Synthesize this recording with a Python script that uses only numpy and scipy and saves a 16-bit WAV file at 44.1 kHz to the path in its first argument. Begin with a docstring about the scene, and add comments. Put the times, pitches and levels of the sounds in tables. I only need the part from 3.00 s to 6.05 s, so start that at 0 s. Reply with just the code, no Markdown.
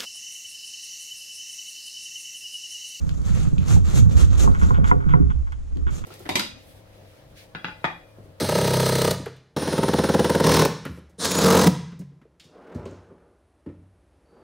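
"""A small office, two microphones close by on the wooden desk where a knife cuts a taped cardboard box.
The tape ticks, then short strokes rasp through it: noise made of fibre snaps, shaped by the blade's speed.
The blade binds: stick-slip pulses creak, the box chatters and slides, and blows ring the desk modes.
The hardest knock comes as the hand lets go to shift its grip; the lid drums low, and a last stroke follows.
Desk-borne knocks and rumble shake the two microphones in nearly opposite senses, over a steady noise floor."""
import sys
import numpy as np
from scipy import signal
from scipy.fft import rfft, irfft, next_fast_len
from scipy.io import wavfile
from scipy.ndimage import uniform_filter1d, minimum_filter1d

SR = 44100
rng = np.random.default_rng(int(sys.argv[2]) if len(sys.argv) > 2 else 0)


def pcm_store(signal):
    """Save signal as 16-bit PCM."""
    levels = np.round(np.clip(np.atleast_2d(signal), -1, 1) * 32767)
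    wavfile.write(sys.argv[1], SR, levels.astype(np.int16).T)


N = 134505
TIME = np.arange(N) / SR
SIZE = next_fast_len(N + SR // 2)  # padded length, with room for filter tails
FREQ = np.fft.rfftfreq(SIZE, 1 / SR)

# knife strokes; the last column is the dull cardboard scrape relative to the rasp:
# start_s [s], length_s [s], level_db [dB], scrape_db [dB]
STROKES = [(0.226, 0.13, -46.5, 9.5), (0.291, 0.27, -46.5, 8), (0.573, 0.18, -62, 18),
           (0.646, 0.18, -37, 2.5), (0.823, 0.21, -44.5, 9), (0.93, 0.12, -36.5, 0.5),
           (1.082, 0.1, -47.5, 7.5), (1.147, 0.15, -36, 5), (1.271, 0.19, -51.5, 10),
           (1.368, 0.12, -32.5, 2), (1.49, 0.13, -57, 10.5), (1.558, 0.24, -47, 4.5),
           (1.847, 0.093, -47.5, 8.5), (2.89, 0.17, -46.5, 2.5)]
# spectrum of the blade in the tape: pitch_hz [Hz], level_db [dB]
RASP_SPECTRUM = [(300, -20), (1500, 1), (2700, 1.5), (3800, 1.5), (4900, -0.5), (6300, 9), (7600, 8),
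                 (8300, 1), (10000, -1.5), (11500, -11.5), (13800, -7.5), (15000, -36)]
# spectrum of the blade on the cardboard beneath: pitch_hz [Hz], level_db [dB]
SCRAPE_SPECTRUM = [(100, 4), (350, 5.5), (920, -6.5), (1300, -0.5), (1700, -9), (2200, -11), (3800, -11.5),
                   (15000, -43.5)]
# likeness of airborne sound at the two microphones: pitch_hz [Hz], likeness [0 to 1]
AIR_LIKENESS = [(2500, 0.16), (3000, 0.78), (4400, 0.81), (5000, 0.28), (7000, 1), (9500, 0.084),
                (11500, 0.9), (13500, 0.97)]
# phase lag of the right microphone in the air: pitch_hz [Hz], lag_rad [rad]
AIR_PHASE = [(800, 4), (1400, 2.05), (2600, -2.5), (7300, 1), (9000, 3.5), (11500, 6.1)]
# ticks of the taut tape: start_s [s], level_db [dB], lowest_hz [Hz], highest_hz [Hz]
SNAPS = [(.0925, -29, 695, 5370), (.218, -42, 2400, 7600), (.582, -34, 2320, 3620),
         (1.845, -44, 1600, 8000), (2.522, -43.5, 1300, 7000), (2.758, -51, 900, 5000),
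         (2.771, -41, 700, 4450)]
# creaks of the cardboard; crispness is the airborne part relative to the desk-borne part:
# start_s [s], length_s [s], level_db [dB], crispness_db [dB]
CREAKS = [(1.549, 0.019, -30, -21), (1.615, 0.033, -28, -19.5), (1.742, 0.061, -33, -18),
          (1.843, 0.019, -25.5, -17), (1.874, 0.044, -30.5, -16), (2.004, 0.036, -40.5, -22),
          (2.089, 0.057, -33.5, -17.5), (2.303, 0.02, -34.5, -19.5), (2.471, 0.018, -43, -23),
          (2.522, 0.016, -37.5, -16), (2.869, 0.034, -33.5, -16.5), (3.04, 0.034, -33.5, -17.5)]
# spectrum of creak and rub through the desk: pitch_hz [Hz], level_db [dB]
CREAK_BODY = [(200, -10.5), (550, -17.5), (850, 13.5), (1100, 13.5), (1500, 16), (1750, -1.5), (2150, 6.5),
              (2500, -8.5), (6000, -66)]
# spectrum of the creak through the air: pitch_hz [Hz], level_db [dB]
CREAK_CRISP = [(600, -20), (1500, -4.5), (2300, -5), (3400, 1), (4100, -20), (5200, -20), (6800, -12.5),
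               (12000, -52.5)]
# dull thuds of the box on the desk: start_s [s], level_db [dB], spot_hz [Hz], low_modes_db [dB]
THUDS = [(0.468, -26, 283, 10.5), (.528, -23, 305, 8), (.584, -30, 326, 13.5), (.763, -24, 796, -5),
         (0.879, -34, 302, 14), (.937, -30.5, 487, 17.5), (1.096, -35, 510, -1), (1.158, -35.5, 444, 16),
         (1.44, -17.5, 560, -8), (1.622, -24.5, 447, 7.5), (1.784, -19, 543, 5), (1.957, -19, 390, 3),
         (2.063, -20, 304, 5.5), (2.2, -9.5, 281, -4), (2.759, -27.5, 303, -1.5), (2.771, -26, 353, -20),
         (2.865, -24.5, 330, -2.5)]
# clacks as the blade jolts free and hits the box:
# start_s [s], level_db [dB], spot_hz [Hz], hardness_hz [Hz], low_modes_db [dB]
CLACKS = [(1.475, -19, 1097, 1200, 4.5), (1.7059, -21.5, 1034, 1500, 3.5), (1.913, -11, 993, 2150, -3.5),
          (2.137, -13.5, 991, 2100, 8.5)]
# low modes of box and desk: pitch_hz [Hz], level_db [dB], t60_s [s]
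LOW_MODES = [(73.8, 4.5, 0.066), (131, 1.5, 0.14), (172.1, 3, 0.1)]
# upper modes of box and desk: pitch_hz [Hz], level_db [dB], t60_s [s]
HIGH_MODES = [(273, -9, 0.34), (396.5, -9, 0.32), (489.4, -6, 0.16), (635, -25, 0.12), (733, -13, 0.22),
              (876, 4, 0.028), (1170, -12, 0.15), (1387, -3, 0.074), (1820, -12, .025), (2035, 0.5, 0.025)]
# chatter of the box under the push:
# start_s [s], length_s [s], level_db [dB], first_rate_hz [Hz], last_rate_hz [Hz]
CHATTERS = [(0.678, 0.22, -14, 114.3, 81.3), (0.93, 0.17, -11, 145.6, 101.1), (1.227, 0.14, -11, 88.5, 105),
            (2.057, 0.19, -15.5, 136, 172.5)]
# drumming of the lid as the hand lets go: start_s [s], length_s [s], level_db [dB]
DRUMS = [(2.204, 0.11, -17), (2.345, 0.108, -19)]
# gritty slide of the box between knocks: time_s [s], level_db [dB]
RUB = [(1.35, -67), (1.55, -42.5), (1.9, -41.5), (1.97, -46.5), (2.18, -38.5), (2.42, -77), (2.7, -72),
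       (2.92, -66)]
# desk rumble as the box is pushed about: time_s [s], bass_db [dB], boom_db [dB], low_middle_db [dB]
RUMBLE = [(.23, -26, -28.5, -41.5), (.31, -16.5, -23, -63), (.48, -20, -23, -38), (.66, -30.5, -25.5, -45),
          (.76, -17.5, -13.5, -32.5), (.86, -24, -31, -49), (1.091, -17, -15, -32.5),
          (1.3, -19, -24.5, -39), (1.5, -15, -20.5, -28), (1.59, -20.5, -22.5, -41),
          (1.637, -17, -20, -33.5), (1.85, -18, -21, -36.5), (2.029, -18, -31, -40),
          (2.27, -17.5, -22.5, -41.5), (2.47, -27, -44.5, -51), (2.68, -39.5, -47, -53.5),
          (2.772, -27.5, -30, -47.5), (2.84, -23, -41, -44), (2.89, -22, -27.5, -51),
          (3.04, -42.5, -32.5, -45)]
# spectra of the three rumble layers: pitch_hz [Hz], level_db [dB]
BASS = [(10, -33.5), (25, -14), (42, -4.5), (65, 6), (85, -2), (120, -10), (300, -82)]
BOOM = [(40, -41.5), (75, -5), (95, 4), (115, -5.5), (150, -2), (185, -6), (240, -13.5), (500, -72.5)]
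LOW_MIDDLE = [(130, -19.5), (230, -6.5), (280, 5), (350, -10), (405, -9.5), (450, -9), (530, -7),
              (700, -17), (1300, -17), (3000, -50.5)]
# left minus right level of desk vibration: pitch_hz [Hz], balance_db [dB]
DESK_BALANCE = [(30, -15), (70, -2.5), (140, -6.5), (270, 1), (600, 0)]
# spectrum of the steady background: pitch_hz [Hz], level_db [dB]
FLOOR_SPECTRUM = [(20, 9), (45, -12), (63, 12.5), (90, -35.5), (200, -23.5), (500, -33), (4800, -47.5),
                  (6800, -43), (8500, -51.5), (10500, -55.5), (13000, -77)]

# knife: one arch of speed per stroke (PEAK_AT under 1 peaks early), and light contact between strokes
ARCH, PEAK_AT = 2.35, 0.69
DRAG_DB, DRAG_UNTIL_S = -58.5, 1.72
FIBRES_PER_S, FIBRE_SPREAD_DB, SMOOTH_SHARE = 2600, 1.5, 0.6
JUDDER_DB, FLICKER_DB = 1.35, 1.5  # rms swings of the whole stroke and of each band
SNAP_DECAY_S = 0.0014
PING_AT_S, PING_HZ, PING_DB, PING_T60_S = 0.582, 2535, -44.5, 0.066
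# creaks: typical slip rate and its scatter, fall in level along a creak, noisy ring of each slip
SLIPS_PER_S, SLIP_JITTER, SLIP_SPREAD_DB, CREAK_FADE_DB = 150, 0.4, 2.5, -7.5
SLIP_RING, SLIP_RING_S = 0.077, 0.0064
# blows: the struck spot dies by 60 dB in RING_CYCLES; thud hardness is a multiple of its spot pitch
THUD_RING_DB, CLACK_RING_DB, RING_CYCLES = -8, 8.5, 47
THUD_HARDNESS = 1.19
DETUNE = 0.01  # rms share by which each mode shifts with the grip on the box
CLATTER_DB, CLATTER_S = -5, 0.008
RATTLE_DB, RATTLE_S, RATTLE_BAND_HZ = -11, 0.028, [330, 690]
CHATTER_WOBBLE, CHATTER_FALL_DB = 0.076, -15.5  # rms share of the rate; level step per harmonic
LID_HZ = 63.3
RUB_GRAINS_PER_S, RUB_SPREAD_DB = 450, 0.5
# rumble: unevenness of the push, and the part that the microphones do not share
LUMPS_DB, LUMPS_HZ, LOOSE_DB = 2.5, 36, -9.5
DESK_PHASE_RAD = 2.694
ROOM_DB, ROOM_T60_S = -6, 0.18
FLOOR_DB = -36.5
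LIMIT, EDGE_HZ = 0.93, 14900  # peak held before the band limit; upper edge of the band


def knife():
    """Blade speed sets the level as tape fibres tear and the cardboard beneath is scraped."""
    rasp, scrape = np.zeros((2, N))
    for start, length, db, scrape_db in STROKES:
        progress = np.clip((TIME - start) / length, 0, 1)
        speed = abs(np.sin(np.pi * progress ** PEAK_AT)) ** ARCH
        rasp += amp(db) * speed
        scrape += amp(db + scrape_db) * speed
    drag = amp(DRAG_DB) * uniform_filter1d(1.0 * (TIME < DRAG_UNTIL_S), size=2000)
    rasp, scrape = np.hypot(rasp, drag), np.hypot(scrape, drag)
    judder = amp(JUDDER_DB * wander(44))
    tape = colour(tearing(FIBRES_PER_S, FIBRE_SPREAD_DB) * rasp * judder, RASP_SPECTRUM)
    card = colour(tearing(FIBRES_PER_S, FIBRE_SPREAD_DB) * scrape * judder, SCRAPE_SPECTRUM)
    left, right = flicker(tape + card, count=16)
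    return through_air(left, right)


def tearing(rate, spread_db):
    """Random fibre or grain snaps of uneven size over smooth friction noise, as two channels."""
    sizes = amp(spread_db * np.minimum(rng.exponential(1, N), 5))
    sizes = sizes * (rng.random(N) < rate / SR)
    grains = unit(sizes * rng.standard_normal((2, N)))
    smooth = SMOOTH_SHARE * rng.standard_normal((2, N))
    return unit(grains + smooth)


def flicker(x, count):
    """Overlapping bands each waver in level on their own as the tape gives."""
    place = np.minimum(FREQ / EDGE_HZ, 1) * (count - 1)
    out = np.zeros_like(x)
    for k in range(count):
        band = filtered(x, np.maximum(1 - abs(place - k), 0))
        out += band * amp(FLICKER_DB * wander(25))
    return out


def creaks():
    """The bound blade sticks and slips; returns the desk-borne and the crisp airborne part."""
    body, crisp = np.zeros((2, N))
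    t = np.arange(SR // 50) / SR
    for start, length, db, crisp_db in CREAKS:
        gap, size = rng.standard_normal((2, 24))
        gaps = np.exp(SLIP_JITTER * gap) / SLIPS_PER_S
        for at, z in zip(np.cumsum(gaps) - gaps[0], size):
            if at >= length:
                continue
            ring = SLIP_RING * rng.standard_normal(len(t)) * np.exp(-t / SLIP_RING_S)
            slip = (t == 0) + ring
            # the first slip has no random spread
            level = amp(db + SLIP_SPREAD_DB * z * (at > 0) + CREAK_FADE_DB * at / length)
            slip = level * slip * np.sqrt(SR / SLIPS_PER_S / np.sum(slip ** 2))
            add(body, start + at, slip)
            add(crisp, start + at, amp(crisp_db) * slip)
    return colour(body, CREAK_BODY), colour(crisp, CREAK_CRISP)


def knocks():
    """Dull thuds of the box on the desk and harder clacks of the blade on the box."""
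    out = np.zeros(N)
    for start, db, spot_hz, low_db in THUDS:
        add(out, start, amp(db) * blow(spot_hz, THUD_RING_DB, THUD_HARDNESS * spot_hz, low_db))
    for start, db, spot_hz, hard_hz, low_db in CLACKS:
        add(out, start, amp(db) * blow(spot_hz, CLACK_RING_DB, hard_hz, low_db))
    return out


def blow(spot_hz, ring_db, hard_hz, low_db):
    """One blow rings the struck spot and the modes of box and desk; soft blows lose the upper modes."""
    t = np.arange(SR // 3) / SR
    low, high = modes(LOW_MODES, t), modes(HIGH_MODES, t)
    spot = amp(ring_db - 60 * t * spot_hz / RING_CYCLES) * np.sin(2 * np.pi * spot_hz * t)
    clatter = amp(CLATTER_DB) * burst([600, 2200], CLATTER_S, t)
    rattle = amp(RATTLE_DB) * burst(RATTLE_BAND_HZ, RATTLE_S, t)  # loose cardboard walls
    struck = amp(low_db) * low + high + spot + clatter + rattle
    softness = signal.butter(5, min(hard_hz, SR / 4), fs=SR)
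    return signal.lfilter(*softness, struck)


def modes(table, t):
    """Decaying sines, slightly detuned and alternating in sign from mode to mode."""
    out = np.zeros(len(t))
    for k, (hz, db, t60) in enumerate(table):
        shifted_hz = hz * (1 + DETUNE * rng.standard_normal())
        out += (-1) ** k * amp(db - 60 * t / t60) * np.sin(2 * np.pi * shifted_hz * t)
    return out


def burst(band_hz, decay_s, t):
    """Noise in one band that dies away exponentially."""
    band = signal.butter(2, band_hz, "band", fs=SR)
    return unit(signal.lfilter(*band, rng.standard_normal(len(t)))) * np.exp(-t / decay_s)


def chatter():
    """Nearly regular stick-slip of the box, with three harmonics, gliding as the push changes."""
    out = np.zeros(N)
    for start, length, db, first_hz, last_hz in CHATTERS:
        progress = np.clip((TIME - start) / length, 0, 1)
        rate_hz = first_hz + (last_hz - first_hz) * progress
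        turns = np.cumsum(rate_hz * (1 + CHATTER_WOBBLE * wander(67))) / SR
        swell = amp(db) * np.sqrt(abs(np.sin(np.pi * progress)))
        for k in range(3):
            out += swell * amp(CHATTER_FALL_DB * k) * np.sin(2 * np.pi * (k + 1) * turns)
    return out


def lid():
    """The hollow box drums at one low note that swells and fades."""
    out = np.zeros(N)
    for start, length, db in DRUMS:
        t = np.arange(0, length, 1 / SR)
        swell = amp(db) * np.sin(np.pi * t / length)
        add(out, start, swell * np.sin(2 * np.pi * LID_HZ * t))
    return out


def snaps():
    """Single sharp ticks of the taut tape: band noise with a very fast decay."""
    out = np.zeros((2, N))
    t = np.arange(SR // 40) / SR
    for start, db, low_hz, high_hz in SNAPS:
        band = signal.butter(2, [low_hz, min(high_hz, SR / 3)], "band", fs=SR)
        gain = amp(db) * np.sqrt(SR / 2 / (high_hz - low_hz))  # makes up for the band's width
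        for channel in out:
            tick = rng.standard_normal(len(t)) * np.exp(-t / SNAP_DECAY_S)
            add(channel, start, gain * signal.lfilter(*band, tick))
    return through_air(*out)


def ping():
    """The blade rings briefly at one pitch as it catches."""
    t = np.maximum(TIME - PING_AT_S, 0)
    return amp(PING_DB - 60 * t / PING_T60_S) * np.sin(2 * np.pi * PING_HZ * t)


def rub():
    """Gritty friction of the box bottom sliding on the wood."""
    level = amp(np.interp(TIME, *np.transpose(RUB)))
    return colour(tearing(RUB_GRAINS_PER_S, RUB_SPREAD_DB)[0] * level, CREAK_BODY)


def rumble():
    """The pushed box shakes the desk top in uneven lumps: three layers of low noise."""
    time_s, *levels = np.transpose(RUMBLE)
    lumps = amp(LUMPS_DB * wander(LUMPS_HZ))
    layers = np.zeros((3, N))
    for db, spectrum in zip(levels, (BASS, BOOM, LOW_MIDDLE)):
        noise = unit(colour(rng.standard_normal((3, N)) * lumps, spectrum))
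        layers += amp(np.interp(TIME, time_s, db)) * noise
    shared, left, right = layers
    return through_desk(shared, DESK_PHASE_RAD) + amp(LOOSE_DB) * np.array([left, right])


def room(x):
    """A small office adds a short tail of decaying noise echoes, from 4 ms on."""
    t = np.arange(SR // 2) / SR
    tail = rng.standard_normal((2, len(t))) * amp(-60 * t / ROOM_T60_S) * (t > 0.004)
    return x + amp(ROOM_DB) * filtered(x, rfft(tail / np.linalg.norm(tail[0]), SIZE))


def background():
    """Steady coloured noise, partly shared by the two microphones."""
    shared, left, right = unit(colour(rng.standard_normal((3, N)), FLOOR_SPECTRUM))
    return amp(FLOOR_DB) * (shared + 0.87 * np.array([left, right]))


def through_air(a, b):
    """Two unrelated sounds become a partly alike microphone pair."""
    same = np.clip(read(AIR_LIKENESS), 0, 1)
    alike = filtered(a, same * np.exp(-1j * read(AIR_PHASE)))
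    unlike = filtered(b, np.sqrt(1 - same ** 2))
    return np.array([a, alike + unlike])


def through_desk(x, phase):
    """Desk vibration reaches the two microphones with a fixed phase difference and a tilted balance."""
    lean = amp(read(DESK_BALANCE) / 2)
    return filtered(x, np.array([lean, np.exp(-1j * phase) / lean]))


def amp(db):
    """Decibels to gain."""
    return 10 ** (np.asarray(db) / 20)


def unit(x):
    """Scales to rms 1."""
    return x / np.sqrt(np.mean(x ** 2) + 1e-20)


def read(points):
    """A (Hz, value) table on the frequency grid, interpolated over log frequency."""
    f, value = np.transpose(points)
    return np.interp(np.log(FREQ + 1), np.log(f + 1), value)


def add(mix, s, sound):
    """Mixes a sound in at time s."""
    part = mix[max(round(s * SR), 0):][:len(sound)]
    part += sound[:len(part)]


def filtered(x, response):
    """Applies a frequency response."""
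    return irfft(rfft(x, SIZE) * response, SIZE)[..., :N]


def colour(x, points):
    """Causal (minimum-phase) filter with the given spectrum; keeps the power of white noise."""
    gain = amp(read(points))
    cepstrum = irfft(np.log(unit(gain)), SIZE)
    cepstrum[1:SIZE // 2] *= 2
    cepstrum[SIZE // 2 + 1:] = 0
    return filtered(x, np.exp(rfft(cepstrum)))


def wander(rate):
    """Random drift of rms 1 with no motion faster than rate in Hz."""
    return unit(filtered(rng.standard_normal(N), FREQ < rate))


def scene():
    """Airborne cutting with its room tail, desk-borne knocks and rumble, and the background."""
    creak_body, creak_crisp = creaks()
    airborne = room(knife() + ping() + snaps() + creak_crisp)
    deskborne = through_desk(knocks() + creak_body + rub() + chatter(), DESK_PHASE_RAD)
    return airborne + deskborne + rumble() + lid() + background()


def record(dry):
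    """A quick limiter, shared by both channels, holds the peaks; then the band limit."""
    gain = np.minimum(1, LIMIT / (abs(dry).max(0) + 1e-9))
    held = dry * uniform_filter1d(minimum_filter1d(gain, size=301), size=301)
    band_limit = signal.firwin(401, EDGE_HZ, window=("kaiser", 9), fs=SR)
    return signal.oaconvolve(held, band_limit[None], "same")


dry = scene()
out = record(dry)
pcm_store(out)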